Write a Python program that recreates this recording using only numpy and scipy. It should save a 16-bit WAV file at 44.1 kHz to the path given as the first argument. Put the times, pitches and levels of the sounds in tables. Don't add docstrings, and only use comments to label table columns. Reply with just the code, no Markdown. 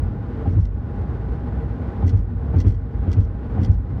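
import sys
import numpy as np
from scipy import signal
from scipy.fft import rfft, irfft
from scipy.io import wavfile
from scipy.ndimage import uniform_filter1d, minimum_filter1d

SR = 44100
rng = np.random.default_rng(int(sys.argv[2]) if len(sys.argv) > 2 else 0)


def unload_wav(signal):
    wavfile.write(
        sys.argv[1],
        SR,
        np.round(np.clip(np.atleast_2d(signal).T, -1, 1) * 32767).astype(np.int16),
    )


N = 176400
TIME = np.arange(N) / SR
HZ = np.fft.rfftfreq(N, 1 / SR)


def amp(db):
    return 10 ** (np.asarray(db) / 20)


def colour(points, peaks=()):
    freq_hz, level_db = np.transpose(points)
    outline_db = np.interp(np.log(HZ + 1), np.log(freq_hz), level_db)
    peaks_db = sum(lift / (1 + (2 * (HZ - hz) / width) ** 2) for hz, width, lift in peaks)
    return amp(outline_db + peaks_db)


def noise(gain):
    x = irfft(rfft(rng.standard_normal(N)) * gain, N)
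    return x / np.sqrt(np.mean(x ** 2) + 1e-20)


def drift(rate_hz):
    return noise(1 / (1 + (HZ / rate_hz) ** 4))


def swell(start_s, rise_s, order=1):
    age = np.maximum(TIME - start_s, 0) / rise_s
    return (age * np.exp(1 - age)) ** order


# freq_hz, density_db (relative)
ROAD_SPECTRUM = [(12, -47), (22, -27), (32, -9.5), (42, -6.5), (55, 6.5), (65, 8), (85, 4), (110, 4),
                 (150, -4), (250, -10.5), (360, -18), (600, -25.5), (1000, -31.5), (1500, -36), (2000, -42),
                 (2600, -50.5), (3500, -54.5), (5000, -62), (7000, -71), (9000, -75.5), (12000, -79),
                 (16000, -81.5)]
# centre_hz, width_hz, lift_db
ROAD_RESONANCES = [(56.7, 18, 3), (244.2, 15, 4), (458.3, 26, 8.5), (794, 13, 3.5), (815.7, 26, 10.5),
                   (1034, 40, 3.5), (1480, 48, 5.5), (2200, 58, -1.5)]
# time_s, rumble_db, roar_db
ROAD_SURFACE = [(0, 2.5, 4), (0.202, -3.5, 2), (.42, -4, 7), (0.599, 8.5, 1.5), (.8, -5, 1.5),
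                (0.999, 1, 4.5), (1.5, -3, 4), (1.949, -1.5, 5.5), (2.302, 1.5, 3), (2.9, 2.5, 3),
                (3.452, 2, 5), (4, 3.5, 4.5)]

def road(gain_db=-23.5, crossover_hz=195, lump_db=-1.74, flutter_db=0.88):
    spectrum = rfft(noise(colour(ROAD_SPECTRUM, ROAD_RESONANCES)))
    low_pass = 1 / (1 + (HZ / crossover_hz) ** 4)
    time_s, rumble_db, roar_db = np.transpose(ROAD_SURFACE)
    rumble = irfft(spectrum * low_pass, N)
    rumble *= amp(np.interp(TIME, time_s, rumble_db) + lump_db * drift(rate_hz=7))
    roar = irfft(spectrum * (1 - low_pass), N)
    roar *= amp(np.interp(TIME, time_s, roar_db) + flutter_db * drift(rate_hz=25))
    return amp(gain_db) * (rumble + roar)


def whine(pitch_hz=11643, level_db=-95):
    return amp(level_db) * np.sin(2 * np.pi * pitch_hz * TIME)


# pitch_hz, level_db, rise_s
FRONT_BOOM_MODES = [(50.6, -21, .066), (88.6, -10, .0363), (128, -24, .02)]
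REAR_BOOM_MODES = [(48.6, -15.6, .0759), (72.7, -15.2, .053), (93.9, -13.2, .0541), (99.7, -5.9, .0368),
                   (163.5, -24, .032), (186, -27, .036)]

def boom(start_s, modes):
    return sum(amp(db) * swell(start_s, rise_s, order=2) * np.sin(2 * np.pi * hz * (TIME - start_s))
               for hz, db, rise_s in modes)


# start_s, gain_db
DECK_BUMPS = [(.008, -6.5)]

def bumps():
    return sum(amp(db) * boom(start_s, FRONT_BOOM_MODES) for start_s, db in DECK_BUMPS)


# pitch_hz, level_db
TREAD_RING_MODES = [(590, -43), (700, -42), (790, -33.5), (870, -40.5), (1040, -49), (1250, -52)]

def tread(start_s, rise_s, detune=0.024):
    ring = np.zeros(N)
    for pitch_hz, level_db in TREAD_RING_MODES:
        pitch_hz *= 1 + detune * rng.standard_normal()
        ring += amp(level_db) * np.sin(2 * np.pi * pitch_hz * (TIME - start_s))
    return ring * swell(start_s, rise_s, order=2)


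# freq_hz, density_db (relative)
SLAP_SPECTRUM = [(100, -26), (400, -1.5), (600, -2.5), (800, -3), (1100, -8), (1600, -26.5), (3000, -37),
                 (8000, -65), (16000, -82.5)]
KNOCK_SPECTRUM = [(40, -28.5), (110, -7.5), (180, 3.5), (270, 1.5), (350, -6), (460, -11.5), (650, -23.5),
                  (1500, -31), (3000, -43), (6000, -66), (16000, -86)]
# start_s, front_boom_db, rear_boom_db, slap_db, slap_rise_s, front_knock_db, rear_knock_db
DECK_JOINTS = [(0.4595, -1.5, 0, -0.5, 0.0093, -1.5, -3.5), (2.0217, 3.5, 1, 0.5, 0.011, 1.5, -2.5),
               (2.5421, 4, 2, -2, 0.0091, 4.5, 4.5), (3.062, -1.5, 1.5, -10, 0.011, 0, -1),
               (3.574, -1.5, 2, -1, 0.01, 2, -2.5)]

def joints(axle_lag_s=0.0952, slap_lead_s=0.0078, slap_gain_db=-38, knock_gain_db=-26):
    tones, slap_env, knock_env = np.zeros((3, N))
    for front_s, front_db, rear_db, slap_db, slap_rise_s, front_knock_db, rear_knock_db in DECK_JOINTS:
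        edge_s = front_s - slap_lead_s
        rear_s = front_s + axle_lag_s
        tones += amp(front_db) * boom(front_s, FRONT_BOOM_MODES)
        tones += amp(rear_db) * boom(rear_s, REAR_BOOM_MODES)
        tones += amp(slap_db) * tread(edge_s, slap_rise_s)
        slap_env += amp(slap_db) * swell(edge_s, slap_rise_s, order=2)
        slap_env += amp(slap_db - 9) * swell(rear_s, rise_s=0.006, order=2)
        knock_env += amp(front_knock_db) * swell(front_s, rise_s=0.029)
        knock_env += amp(rear_knock_db + 0.5) * swell(rear_s, rise_s=0.027)
    slaps = amp(slap_gain_db) * slap_env * noise(colour(SLAP_SPECTRUM))
    knocks = amp(knock_gain_db) * knock_env * noise(colour(KNOCK_SPECTRUM))
    return tones + slaps + knocks


AXLE_SHIVERS = [(0.027, 0.019, -64.5), (0.129, 0.018, -59.5)]

def shiver():
    return sum(amp(db) * swell(start_s + delay_s, rise_s)
               for start_s, *_ in DECK_JOINTS for delay_s, rise_s, db in AXLE_SHIVERS)


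def crackle(shaken_per_s=260, shaken_db=-2, idle_per_s=2, idle_db=-62.5, decay_s=0.0008, centre_hz=5000):
    chance, size = rng.random((2, N))
    shaken = amp(shaken_db) * shiver() * (chance < shaken_per_s / SR)
    idle = amp(idle_db) * (chance > 1 - idle_per_s / SR)
    envelope = signal.lfilter([1], [1, -np.exp(-1 / (decay_s * SR))], size * (shaken + idle))
    return envelope * noise(HZ / (HZ ** 2 + centre_hz ** 2))


# freq_hz, density_db (relative)
TRIM_SPECTRUM = [(500, -22.5), (1700, 0), (2500, 3), (3900, 0), (4700, 2.5), (5800, 4), (7000, -6.5),
                 (9000, -13.5), (12000, -35), (16000, -19.5)]
# centre_hz, width_hz, lift_db
TRIM_RESONANCES = [(2030, 70, 13), (2780, 52, 5), (3350, 96, 9), (4300, 84, 7.6), (5560, 130, 3.3)]
# start_s, level_db, sharpness_db, decay_s
TRIM_STRIKES = [(0.534, -64, -11.5, 0.0053), (.652, -54, -14.5, 0.0067), (1.015, -66, 3, .002),
                (2.066, -54, 11, 0.0049), (2.078, -42, -18, 0.0057), (2.0919, -45.5, -18, 0.0079),
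                (2.106, -55, -1, 0.006), (2.564, -55, -7, 0.0032), (2.5845, -47, -5, 0.0083),
                (2.6016, -43.5, -2, 0.0096), (2.615, -48, -6, 0.0029), (2.666, -52, 6.5, 0.0037),
                (2.6757, -51.5, 5.5, 0.018), (2.702, -53, -4, 0.0074), (2.722, -52, 10, 0.0017),
                (2.744, -49.5, -1, .0012), (2.767, -70, 7, 0.0015), (3.099, -62, 2, .003),
                (3.116, -49, -5, .005), (3.129, -45, -15, 0.007), (3.205, -54, 12, 0.0023),
                (3.239, -56, -4, .001), (3.246, -53, -5, 0.0027), (3.618, -58, -3, 0.0044),
                (3.632, -46.5, -9, 0.0055), (3.6457, -43.5, -12, 0.0076), (3.659, -55, -10, 0.0043),
                (3.704, -69.5, -6, .012)]

def trim(rise_s=0.0009, ring_db=3.5, tail_db=-13, tail_s=0.013, edge_db=-7.5, edge_hz=3000, grit_db=3.86):
    ring_power, edge_power = np.zeros((2, N))
    for start_s, level_db, sharpness_db, decay_s in TRIM_STRIKES:
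        age_s = np.maximum(TIME - start_s, 0)
        onset = amp(level_db) * np.minimum(age_s / rise_s, 1)
        strike = onset * np.exp(-np.minimum(age_s / decay_s, 20))
        tail = onset * amp(tail_db) * np.exp(-np.minimum(age_s / tail_s, 20))
        ring_power += strike ** 2 + tail ** 2
        edge_power += (strike * amp(sharpness_db)) ** 2
    ring_env = np.sqrt(amp(ring_db) ** 2 * ring_power + shiver() ** 2)
    ring = ring_env * noise(colour(TRIM_SPECTRUM, TRIM_RESONANCES))
    edge = amp(edge_db) * np.sqrt(edge_power) * noise(HZ / (HZ ** 2 + edge_hz ** 2))
    return (ring + edge) * amp(grit_db * drift(rate_hz=700))


# pitch_hz, level_db (relative to the strike), decay_s
PANEL_RING_MODES = [(1994, -2.5, .016), (2860, -15, 0.01), (3250, -6.5, 0.0099), (4400, -11.5, .012),
                    (5500, -12, .009), (5850, -12.5, .009)]

def panel(detune=0.008):
    out = np.zeros(N)
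    for start_s, strike_db, _, _ in TRIM_STRIKES:
        span = out[round(start_s * SR):][:SR // 8]
        age_s = np.arange(len(span)) / SR
        for pitch_hz, level_db, decay_s in PANEL_RING_MODES:
            pitch_hz *= 1 + detune * rng.standard_normal()
            envelope = amp(strike_db + level_db) * np.exp(-age_s / decay_s)
            span += envelope * np.sin(2 * np.pi * pitch_hz * age_s)
    return out


def scene():
    return (road() + whine() + bumps() + joints() + trim() + panel() + crackle())[None]


def record(dry, threshold_db=-18, slope=0.46, attack_s=0.009, hold_s=0.09, recover_db_per_s=30):
    power_db = 10 * np.log10(abs(uniform_filter1d(dry[0] ** 2, size=880)) + 1e-12)
    cut_db = slope * np.maximum(power_db - threshold_db, 0)
    half_hold = int(hold_s * SR / 2)
    held_db = -minimum_filter1d(-cut_db, 2 * half_hold + 1, origin=half_hold)
    recovery_db = TIME * recover_db_per_s
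    released_db = np.maximum.accumulate(held_db + recovery_db) - recovery_db
    pole = np.exp(-1 / (attack_s * SR))
    duck_db = signal.lfilter([1 - pole], [1, -pole], released_db)
    fade = np.minimum((TIME[-1] - TIME) / 0.004, 1)
    low_pass = signal.firwin(511, cutoff=16990, window=("kaiser", 9), fs=SR)
    return signal.oaconvolve(dry * amp(-duck_db) * fade, low_pass[None], "same")


dry = scene()
out = record(dry)
unload_wav(out)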